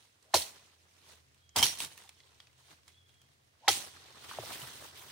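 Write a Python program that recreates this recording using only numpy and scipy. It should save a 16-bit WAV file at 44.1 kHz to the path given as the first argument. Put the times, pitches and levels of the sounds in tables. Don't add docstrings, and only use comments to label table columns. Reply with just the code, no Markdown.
import sys
import numpy as np
from scipy import signal
from scipy.fft import rfft, irfft, next_fast_len
from scipy.io import wavfile
from scipy.ndimage import uniform_filter1d, map_coordinates

SR = 44100
rng = np.random.default_rng(int(sys.argv[2]) if len(sys.argv) > 2 else 0)


def gain_from_db(level_db):
    decades = np.asarray(level_db, float) / 20
    return 10 ** decades


def dump(signal):
    limited = np.clip(np.atleast_2d(signal).T, -1, 1)
    pcm = np.round(limited * 32767).astype(np.int16)
    wavfile.write(sys.argv[1], SR, pcm)


N = 225563


def unit(x):
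    return x / np.sqrt(np.mean(x ** 2) + 1e-20)


def peak(x):
    return x / np.abs(x).max()


def along(points, hz):
    f, v = np.transpose(points)
    return np.interp(np.log(hz + 1), np.log(f + 1), v)


def curves(rows):
    s, *cols = np.transpose(rows)
    return [np.interp(np.arange(N) / SR, s, c) for c in cols]


def gate(rows, fade):
    first, last = rows[0][0], rows[-1][0]
    return np.interp(np.arange(N) / SR, [first - fade, first, last, last + fade], [0, 1, 1, 0])


def wobble(rate):
    knots = rng.standard_normal(int(N * rate / SR) + 4)
    return map_coordinates(knots, [np.arange(N) * rate / SR])


def filtered(x, response):
    m = next_fast_len(x.shape[-1] + 8192)
    spectrum = rfft(x, m) * response(np.fft.rfftfreq(m, 1 / SR))
    return irfft(spectrum, m)[..., :x.shape[-1]]


def spread(pair, alike, spectrum=((1, 0), (2, 0))):
    turn = lambda hz: np.arccos(np.clip(along(alike, hz), -1, 1)) / 2
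    mid, side = filtered(pair, lambda hz: gain_from_db(along(spectrum, hz)) * [np.cos(turn(hz)), np.sin(turn(hz))])
    return np.array([mid + side, mid - side])


def add(track, s, sound):
    part = track[..., round(s * SR):][..., :sound.shape[-1]]
    part += sound[..., :part.shape[-1]]


def modes(table, luck_db):
    luck = rng.normal(0, luck_db, len(table))
    return lambda f: sum(gain_from_db(g + k) * 1j * f * w / (c * c - f * f + 1j * f * w) for k, (c, w, g) in zip(luck, table))


def narrow(hz, width_hz, share=1):
    turning = 2 * np.pi * np.cumsum(hz * np.ones(N)) / SR
    line = lambda: wobble(width_hz) * np.cos(turning) + wobble(width_hz) * np.sin(turning)
    pair = share * np.array([line(), line()])
    return unit(pair) * np.sqrt(np.mean(share ** 2))


def steady(hz, drift_hz, swell_db, rate):
    turning = 2 * np.pi * np.cumsum(hz + drift_hz * wobble(rate)) / SR
    return np.sqrt(2) * gain_from_db(swell_db * wobble(rate)) * np.sin(turning)


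# [pitch_hz, likeness (-1 to 1)]
NEAR_LIKENESS = [(60, 0.77), (180, 0.68), (550, 0.92), (1650, 0.99), (4970, 0.27), (15000, -.3)]


def glide(rows, fade, width_hz):
    hz, level_db = curves(rows)
    return gain_from_db(level_db) * spread(narrow(hz, width_hz, gate(rows, fade)), NEAR_LIKENESS)


# [pitch_hz, likeness (-1 to 1)]
FAR_LIKENESS = [(60, 0.83), (240, 0.99), (950, -1), (3770, -0.04), (15000, 0.21)]
# [pitch_hz, level_db]
AIR_COLOUR = [(15, -43.5), (25, -13), (102, 2.5), (200, -9.5), (677, -10), (911, -13), (1040, -14),
              (2220, -12.5), (2480, -13.5), (3820, -15.5), (5140, -17.5), (14800, -29), (16000, -25)]
# [time_s, level_db]
ENGINE_LOW = [(0, -90), (.5, -76), (1.0, -73), (1.45, -69), (2.0, -72), (2.6, -74), (3.1, -73), (3.4, -82),
              (4.0, -70), (5.11, -71)]
# [time_s, level_db]
ENGINE_HIGH = [(0, -95), (.8, -86), (1.2, -77), (2.2, -77), (2.7, -75), (3.45, -76), (3.6, -86), (4.1, -73),
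               (5.11, -72)]


def air():
    hiss = unit(spread(rng.standard_normal((2, N)), FAR_LIKENESS, AIR_COLOUR))
    hiss = gain_from_db(-71.1 + .8 * wobble(7.3)) * hiss
    low = steady(84, drift_hz=4, swell_db=1.5, rate=9) + gain_from_db(-9) * narrow(84, width_hz=20)
    high = steady(128, drift_hz=4, swell_db=2.5, rate=9) * np.array([[1], [.4]])
    high = high + gain_from_db(-7) * narrow(128, width_hz=20)
    return hiss + gain_from_db(curves(ENGINE_LOW)[0]) * low + gain_from_db(curves(ENGINE_HIGH)[0]) * high


# [start_s, length_s, first pitch_hz, level_db, gain through the call_db]
BIRD_CALLS = [
    (1.38, .2, 3330, -78, 12),
    (2.89, .43, 3390, -76.5, -6),
]


def bird():
    fall_hz, edge_db = 140, -8
    share, edge = np.transpose([(0, edge_db), (.2, 0), (.8, 0), (1, edge_db)])
    out = 0
    for s, length, hz, db, gain_db in BIRD_CALLS:
        level = db + edge + gain_db * (share - .5)
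        rows = np.transpose([s + length * share, hz - fall_hz * share, level])
        pitch, level_db = curves(rows)
        clear = gate(rows, .03) * gain_from_db(level_db) * steady(pitch, drift_hz=25, swell_db=4.5, rate=60)
        out = out + clear + gain_from_db(-1) * glide(rows, .03, width_hz=260)
    return out


# [pitch_hz, time to fade 60 dB_s]
TRUNK_ECHO = [(300, 0.42), (2000, 0.39), (10000, .3)]


def trees(x):
    hz, t, z = signal.stft(rng.standard_normal((2, SR // 2)), SR, nperseg=256)
    tail = signal.istft(z * gain_from_db(-60 * t / along(TRUNK_ECHO, hz)[:, None]), SR, nperseg=256)[1]
    late = np.pad(x, ((0, 0), (300, 0)))
    return signal.fftconvolve(late, tail / np.linalg.norm(tail[0]), axes=1)[:, :N]


def crackle(per_s, scatter_db, life_s, patchy_db):
    size = (rng.random(N) < per_s / SR) * gain_from_db(scatter_db * np.clip(rng.exponential(size=N), 0, 2.5))
    flare = 1 + signal.fftconvolve(size, np.exp(-np.arange(800) / SR / life_s))[:N]
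    z = signal.stft(flare * rng.standard_normal((2, N)), nperseg=256)[2]
    field = uniform_filter1d(rng.standard_normal(z.shape[1:]), size=5, axis=0)
    field = uniform_filter1d(field, size=12, axis=1)
    return signal.istft(z * gain_from_db(patchy_db * unit(field)), nperseg=256)[1][:, :N]


# [pitch_hz, likeness (-1 to 1)]
WIDE_LIKENESS = [(60, 0.42), (180, 0.18), (550, 0.23), (1650, 0.048), (4970, 0.044), (15000, 0.01)]
# [time_s, level_db]
SHOWER_LEVEL = [(4.2, -68), (4.31, -59), (4.39, -60), (4.46, -51), (4.49, -53), (4.555, -49.5), (4.59, -52),
                (4.603, -46), (4.625, -53), (4.68, -54), (4.715, -59), (4.8, -58.5), (4.87, -59),
                (4.92, -68), (5.0, -55), (5.03, -56), (5.11, -62)]
# [pitch_hz, level per Hz_db]
DRY_LEAF_COLOUR = [(6300, -120), (7500, -12), (8300, -1), (10000, -2), (11300, -7), (12500, -4), (13500, 0),
                   (16500, 1)]


def shower():
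    wash = crackle(400, scatter_db=1, life_s=.001, patchy_db=1.5)
    wash = unit(spread(wash, WIDE_LIKENESS, DRY_LEAF_COLOUR))
    return gate(SHOWER_LEVEL, .05) * gain_from_db(curves(SHOWER_LEVEL)[0]) * wash


# [start_s, level_db, time to lose 20 dB_s, brightness_db, twig rattle_db]
SHAKES = [
    (0.342, -33, 0.13, -2.5, -13),
    (1.562, -31, 0.13, -5, -4),
    (1.629, -30, 0.12, -7, -20),
    (1.782, -43, 0.09, -3, -15),
    (1.806, -38, .075, -5, -9),
    (3.686, -31.5, 0.135, -4.5, -14),
]
SETTLE_DB = [-20, -25, -25, -25, -25, -19]
SING_DB = [-10, -9, -8, -13, -13, -13]
# [loudest_s, level_db, time to gain 20 dB_s, time to lose it_s, brightness_db]
STIRS = [(.03, -66.5, 0.5, 0.23, -9), (.26, -71, 0.3, 0.4, -9), (1.125, -60, 0.3, 0.14, -9),
         (1.38, -76, 0.7, .2, -9), (.338, -54, .016, .02, -9), (1.559, -53, .012, .02, -9),
         (1.73, -50, .08, .1, -3), (1.92, -58, .1, .1, -5), (1.99, -59.5, 0.06, 0.2, -7),
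         (2.2, -70.5, 0.2, .4, -12), (2.42, -68, .3, .2, -12), (2.6, -68, 0.14, .4, -9),
         (2.72, -59.5, 0.13, 0.075, -9), (2.89, -64.5, 0.07, .13, -9), (3.09, -71.5, 0.03, 0.21, -9),
         (3.33, -77, .5, .3, -9), (3.672, -60, 0.08, .05, -20), (3.84, -55, .12, .13, -1),
         (4.865, -56, .06, .04, -7), (4.98, -55, .08, .1, -12), (5.025, -58, .08, .06, -5)]
# [start_s, level_db, time to lose 20 dB_s, brightness_db]
SWEEPS = [(4.285, -43, .07, -11), (4.312, -45, .06, -13), (4.335, -46, .05, -13), (4.395, -49, .04, -8),
          (4.432, -48, .05, -7), (4.455, -45, .06, -12), (4.515, -43, .06, -9), (4.545, -46, .07, -9),
          (4.6, -52, .045, -4), (4.662, -48, .06, -10), (4.733, -51, .045, -13), (5.098, -47, .04, -13)]
# [time_s, level_db, brightness_db, hollowness_db]
FALL = [(3.8, -60, -9, -4), (3.98, -61, -13, -6), (4.12, -60, -14, -4), (4.26, -54, -11, -3),
        (4.4, -51, -9, -6), (4.5, -47, -7, -12), (4.62, -50.5, -6, -10), (4.76, -54, -8, -4),
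        (4.85, -56, -6, -5), (4.92, -58, -12, -1), (5.11, -57, -8, -3)]


def shaking():
    fall_rattle_db, silent = -4, -np.inf
    t = np.arange(N) / SR
    # power, brightness dB, rattle dB, hollowness dB, blade dB; the first is the calm between blows
    parts = [(np.full(N, gain_from_db(2 * -79.5)), -9, -3.5, 0, silent)]
    for (s, db, length, bright_db, rattle_db), settle_db, sing_db in zip(SHAKES, SETTLE_DB, SING_DB):
        u = np.clip(t - s, 0, None)
        rise = (1 - np.exp(-u / .0055)) ** 2
        shake = rise * gain_from_db(2 * (db - 20 * (u / length) ** 1.36))
        settle = rise * gain_from_db(2 * (db + settle_db - 60 * u / 1.4))
        parts += [(shake, bright_db, rattle_db, 0, sing_db), (settle, -11, -6, 0, silent)]
    for s, db, rise, fall, bright_db in STIRS:
        loss_db = 20 * np.maximum((s - t) / rise, (t - s) / fall)
        parts.append((gain_from_db(2 * (db - loss_db)), bright_db, -6.5, 0, silent))
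    for s, db, length, bright_db in SWEEPS:
        u = np.clip(t - s, 0, None)
        power = (1 - np.exp(-u / .01)) ** 2 * gain_from_db(2 * (db - 20 * u / length))
        parts.append((power, bright_db, fall_rattle_db, -8, silent))
    shares = gain_from_db(2 * np.array([(0, *part[1:]) for part in parts]))
    mix = shares.T @ np.array([part[0] for part in parts])
    fall_db, bright_db, hollow_db = curves(FALL)
    offsets_db = np.array([0 * fall_db, bright_db, 0 * fall_db + fall_rattle_db, hollow_db])
    mix[:-1] += gate(FALL, .05) * gain_from_db(2 * (fall_db + offsets_db))
    return np.sqrt(mix)


def flicks(count, centre_hz, cycles):
    when, pitch, size, side = rng.random((count, 4)).T
    hz = (centre_hz * 2 ** (2.2 * (pitch - .5)))[:, None]
    t = np.arange(256) / SR
    tones = gain_from_db(15 * size[:, None] ** 3) * np.exp(-t * hz / cycles) * np.sin(2 * np.pi * hz * t)
    where = ((when * N).astype(int)[:, None] + np.arange(256)).ravel()
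    channel = lambda gain: np.bincount(where, (tones * gain[:, None]).ravel(), N + 256)[:N]
    return unit(np.array([channel(side), channel(1 - side)]))


# [pitch_hz, width_hz, level_db]
STEEL_TONES = [(3202, 54, -1), (4250, 73, -9), (4570, 100, -11), (5470, 51, -4.5), (5660, 60, -4),
               (6140, 90, -9), (8530, 30, -12.5), (10240, 290, -10), (11620, 80, -12)]


def blade_modes(lowest_db):
    changed = [(*tone[:2], db) for tone, db in zip(STEEL_TONES, lowest_db)]
    return modes(changed + STEEL_TONES[len(changed):], luck_db=1.5)


# [pitch_hz, level_db]
LEAF_COLOUR = [(710, -45), (1200, -18), (1970, 0.5), (3090, 5.5), (4040, 5.5), (4950, 1.5), (6000, 1.5),
               (7520, -5), (8280, -2.5), (10400, -8), (11500, -13), (13500, -14), (15600, -11.5)]
# [pitch_hz, level_db]
RATTLE_COLOUR = [(35, -39.5), (60, -5.5), (129, -3.5), (188, -10), (435, -7), (550, -9), (1020, -6),
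                 (2000, -9), (2600, -31.5), (4400, -120)]
# [pitch_hz, likeness (-1 to 1)]
TWIG_LIKENESS = [(60, 0.49), (380, 0.57), (2380, 0.036), (15000, 0.17)]


def leaves():
    level, bright, low, middle, blade = shaking()
    shake = .9 * wobble(35)
    hiss = crackle(110, scatter_db=-3.5, life_s=.0012, patchy_db=1.5)
    hiss = unit(spread(hiss, WIDE_LIKENESS, LEAF_COLOUR))
    above = lambda edge_hz: filtered(hiss, lambda hz: 1 / (1 + (edge_hz / (hz + 1)) ** 8))
    upper, rest = above(7500), above(5900)
    rattle = crackle(110, scatter_db=1.5, life_s=.003, patchy_db=1.5)
    rattle = unit(spread(rattle, TWIG_LIKENESS, RATTLE_COLOUR))
    single = gain_from_db(-11) * flicks(count=2000, centre_hz=4200, cycles=4.5)
    sung = blade_modes([-11])
    steel = blade * gain_from_db(3 * wobble(70)) * unit(filtered(hiss, lambda hz: hz * sung(hz)))
    green = level * (hiss - rest + single) + middle * (rest - upper)
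    return steel + gain_from_db(shake) * (green + gain_from_db(14) * bright * upper + gain_from_db(2.1) * low * rattle)


# [start_s, peak level_db, pitch_hz, breadth_db]
TWIG_SNAPS = [(0.2278, -51, 7590, 4), (1.1218, -46, 2000, 14), (1.149, -60, 5100, 0),
              (1.285, -60.5, 2680, 0), (1.3453, -53, 2680, 8), (1.379, -58, 3310, 8),
              (1.4928, -44, 5720, -12), (1.774, -34, 6500, 0), (1.7848, -38, 3030, -12),
              (1.978, -38.5, 2800, 9), (2.0228, -43, 3330, -8), (2.0374, -44.5, 3650, 7),
              (2.0925, -35.5, 2500, 4), (2.203, -43.5, 3990, -11), (2.235, -54.5, 3340, -14),
              (2.2734, -53, 3070, -4), (2.4024, -38, 3400, -4), (2.401, -50, 750, -10),
              (2.4708, -46.5, 3080, -12), (2.5308, -56, 3170, 0), (2.707, -46, 3250, 5),
              (2.833, -53.5, 3780, 0), (2.8802, -42, 3010, 4), (2.881, -46, 7500, 4),
              (2.944, -54.5, 3300, -3), (3.094, -51, 3150, 3), (3.217, -47, 1300, 8),
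              (3.2864, -58, 3330, 10), (1.928, -52, 3000, 6), (2.092, -44, 9000, -6),
              (1.977, -41, 12500, -6), (2.0764, -50, 3540, -10), (2.148, -55, 6000, -6),
              (2.176, -57, 4000, -10), (2.29, -60, 3900, 0), (2.3094, -57, 3090, -4), (3.14, -60, 2200, 0),
              (3.172, -60, 3800, -6), (3.333, -61, 9000, 4), (3.447, -61, 9500, 2), (3.492, -62, 5000, 0),
              (3.606, -61, 4500, -6)]
# [start_s, peak level_db, pitch_hz, breadth_db]
FALL_SNAPS = [(4.0402, -51, 4300, 4), (4.2438, -44, 2000, -5), (4.2946, -41, 2430, 0),
              (4.4094, -40, 4040, 2), (4.4597, -38, 2220, -3), (4.6004, -38, 13000, -4),
              (4.618, -39, 4200, -4), (4.6692, -40, 3270, 0), (4.7328, -43, 5200, -8),
              (4.995, -42, 13000, -4), (5.0183, -42, 13000, 0), (5.035, -44, 12500, -4),
              (5.1006, -39, 2240, 9)]


def twigs():
    out, t = np.zeros((2, N)), np.arange(SR // 16) / SR
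    fade = gain_from_db(-60 * t / .018) + .15 * gain_from_db(-60 * t / .07)
    for s, db, hz, breadth_db in TWIG_SNAPS + FALL_SNAPS:
        dull_db, spit_db = -18.5 + .6 * breadth_db, -15.5 + breadth_db
        pan_db = 3 * rng.normal()
        colour = [(300, dull_db - 9.5), (900, dull_db + 7.5), (hz * .7, -6), (hz, 0), (hz * 1.3, -6),
                  (11000, spit_db - 2.5), (20000, spit_db - 12)]
        snap = fade * spread(rng.standard_normal((2, len(t))), NEAR_LIKENESS, sorted(colour))
        add(out, s - .0005, gain_from_db(db + pan_db * np.array([[.5], [-.5]])) * .058 * unit(snap))
    return out


def bending(events, sag, rise_cycles, pan_db):
    out, t = np.zeros((2, N)), np.arange(SR // 3) / SR
    for (s, db, hz, t60), side_db in zip(events, np.broadcast_to(pan_db, len(events))):
        turns = hz * np.cumsum(1 - sag + 1.428 * sag * np.exp(-t * hz / 4.1)) / SR
        shape = gain_from_db(-60 * t / t60) * (1 - np.exp(-t * hz / rise_cycles)) * np.sin(2 * np.pi * turns)
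        add(out, s + .26 / hz, gain_from_db(db + side_db * np.array([[.5], [-.5]])) * peak(shape))
    return out


# [start_s, peak level_db, pitch_hz, time to
# fade 60 dB_s]
RINGING_TOCKS = [(1.977, -55, 1840, .04), (1.977, -53, 2900, .025), (2.002, -59, 3100, .025),
                 (2.04, -63, 920, .06), (2.093, -57, 4300, .03), (2.202, -58, 3450, .03),
                 (2.202, -57, 4050, .035), (2.235, -64, 4100, .03), (2.235, -63, 3400, .025),
                 (1.817, -41, 3000, .02), (1.694, -39, 5600, .02), (4.617, -40, 3080, .018),
                 (.3415, -20, 4250, .025), (.42, -33, 4500, .04), (1.6265, -17, 3200, .09),
                 (1.6375, -23, 3200, .06), (1.632, -24, 5650, .04), (1.638, -23, 5900, .04),
                 (1.586, -31, 5300, .05), (1.596, -33, 5250, .05), (1.579, -31, 6100, .04),
                 (1.606, -32, 3200, .1), (1.618, -31, 3200, .05), (1.627, -24, 2300, .02),
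                 (1.564, -26, 4900, .02), (1.59, -26, 3200, .025), (1.803, -36, 2500, .02),
                 (2.05, -60, 800, .05), (2.203, -60, 2100, .03), (2.077, -56, 3600, .02),
                 (2.149, -63, 5400, .02), (2.402, -53, 3300, .03), (3.688, -24, 3300, .06)]


def tocks():
    return bending(RINGING_TOCKS, sag=.02, rise_cycles=1.5, pan_db=-1.5)


# [start_s, peak level_db, pitch_hz, time to fade 60 dB_s]
GROUND_THUDS = [(0.344, -40.5, 88, 0.15), (1.562, -36.5, 86, 0.087), (1.625, -40.5, 110.5, 0.066),
                (1.8, -57, 150, 0.1), (3.69, -47, 105, 0.17), (1.85, -56, 165, .1), (4.386, -46, 121, 0.14),
                (4.623, -45.5, 136, 0.11)]
THUD_SIDE_DB = [-3, -4, 3, 2, 0, 2, 3, 3]


def thuds():
    return bending(GROUND_THUDS, sag=.2, rise_cycles=.9, pan_db=THUD_SIDE_DB)


# [start_s, peak level_db, pitch_hz, time to fade 60 dB_s]
STEM_KNOCKS = [(0.3385, -21.5, 820, 0.045), (0.3415, -18, 1000, 0.03), (0.346, -27, 827, 0.027),
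               (0.361, -29, 560, 0.05), (.338, -28, 1900, .01), (1.559, -27, 900, 0.02),
               (1.658, -37, 1000, .03), (1.565, -31.5, 1004, 0.037), (1.587, -33, 991, 0.025),
               (1.593, -28.5, 970, 0.02), (1.619, -26.5, 834, 0.011), (1.626, -28.5, 975, 0.024),
               (1.803, -41.5, 704, 0.016), (3.68, -25, 1480, 0.026), (3.678, -25, 800, .02),
               (3.678, -20.5, 2100, 0.018), (3.685, -18, 806, 0.006), (3.69, -27, 793, 0.02),
               (3.696, -32, 420, 0.06), (4.312, -37, 1200, 0.025), (4.334, -43, 1400, .03),
               (4.386, -25, 644, 0.011), (4.393, -38, 420, 0.06), (4.435, -36, 590, 0.014),
               (4.518, -44, 1080, 0.039), (5.021, -52, 990, 0.033)]


def knocks():
    sound = bending(STEM_KNOCKS, sag=.36, rise_cycles=.59, pan_db=.8)
    return filtered(sound, lambda hz: (1j * hz / (260 + 1j * hz)) ** 2)


# [start_s, blow_s, pitch at the blow_hz, level_db, width_hz]
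SWINGS = [
    (.19, 0.339, 860, -73, 260),
    (3.61, 3.678, 950, -57, 480),
]


def swish():
    speed_up_hz_per_s = 4300
    out = 0
    for start, blow, hz, db, width_hz in SWINGS:
        s = np.array([start, start + .4 * (blow - start), blow])
        level_db = db - 24 * (s == start)
        out = out + glide(np.transpose([s, hz - speed_up_hz_per_s * (blow - s), level_db]), .009, width_hz)
    return out


# [start_s, peak level_db, blade ring_db, stem_db, time to lose 20 dB_s]
BITES = [(0.3415, -13, -12, -6, 0.023), (0.343, -35, -4, -14, 0.011), (0.3461, -18, -13.5, -6.5, 0.0099),
         (0.355, -24, 6, -11.5, 0.008), (0.3634, -19, -5.5, -14.5, 0.022), (0.4165, -31, -2, -30, 0.012),
         (1.562, -16, -11, -15, 0.0094), (1.572, -28, -7, -21, 0.012), (1.586, -17, -7.5, -22, 0.011),
         (1.5916, -23.5, -8, -15, 0.011), (1.6275, -12, -6, -10.5, 0.0075), (1.6327, -12, -12.5, -34, 0.02),
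         (1.6407, -19, -6, -32, 0.023), (1.8038, -19, -12, -20, 0.004), (1.8485, -28, -12, -32, 0.004),
         (3.681, -34.5, -3, 7, 0.0084), (3.6819, -10.5, -12, 0, 0.0072), (3.6869, -13, -2.5, -7.5, 0.019),
         (3.6922, -24, -1, -11, 0.013)]
NEXT_STEM_S = [1, 3]
BITE_RISE_S = [.0012, .001, .002]
# [pitch_hz, level per Hz_db]
SPLIT_COLOUR = [
    [(820, -41.5), (1400, -10.5), (2250, -13.5), (4280, 2.5), (4830, -3), (15500, -19.5)],
    [(820, -39.5), (1400, -18), (1990, -20.5), (3260, -6.5), (3530, -11.5), (15500, -20)],
    [(820, -62), (1400, -20), (2320, -11.5), (3290, 0), (3910, -1), (15500, -23.5)],
]
# [pitch_hz, width_hz, level_db]
STEM_TONES = [
    [(373, 37, -1), (640, 64, -1), (920, 62, 2), (1340, 77, -15.5), (2172, 37, -14)],
    [(931, 65, 2), (1100, 22, -10.5), (1480, 71, -13), (1760, 110.1, -14.5)],
    [(660, 52, -10), (790, 100, -2.5), (1130, 44, -12), (1300, 71, -6.5), (2000, 155, -5)],
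]
# [lowest_db, next_db]
LOW_TONES_DB = [(-13, -2), (0, -7), (2, -3)]


def bites():
    out, t = np.zeros((2, N)), np.arange(SR // 8) / SR
    for s, db, ring_db, wood_db, length in BITES:
        stem = np.searchsorted(NEXT_STEM_S, s)
        force = gain_from_db(-20 * t / length) * (1 - np.exp(-t / BITE_RISE_S[stem]))
        split = force * spread(rng.standard_normal((2, len(t))), NEAR_LIKENESS, SPLIT_COLOUR[stem])
        drive = force * spread(rng.standard_normal((2, len(t))), NEAR_LIKENESS)
        ring = filtered(drive, blade_modes(LOW_TONES_DB[stem]))
        wood = filtered(drive, modes(STEM_TONES[stem], luck_db=2.0))
        bite = peak(split) + gain_from_db(ring_db) * peak(ring) + gain_from_db(wood_db - 1.5) * peak(wood)
        add(out, s - .001, gain_from_db(db) * bite)
    return out


def scene():
    blows = bites() + knocks() + twigs() + tocks()
    quiet = air() + bird()
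    return quiet + gain_from_db(-16.5) * trees(blows) + shower() + leaves() + thuds() + swish() + blows


def band_limit(x):
    return signal.sosfilt(signal.butter(12, 16980, fs=SR, output="sos"), x)


# [pitch_hz, left minus right_db]
PORT_COLOUR = [(60, -0.5), (130, -0.5), (290, 0.5), (640, 0), (1410, 0.0), (3100, -1), (6820, -6),
               (15000, 1)]


def record(dry):
    sides = np.array([[.5], [-.5]])
    ports = lambda hz: gain_from_db(along(PORT_COLOUR, hz) * sides) * (1j * hz / (55 + 1j * hz)) ** 2
    picked = filtered(dry, ports)
    held = picked / (1 + np.abs(picked / .5) ** 3) ** (1 / 3)
    finished = filtered(held, lambda hz: 1 / (1 + (hz / 15800) ** 260))
    return band_limit(finished)


dry = scene()
out = record(dry)
dump(out)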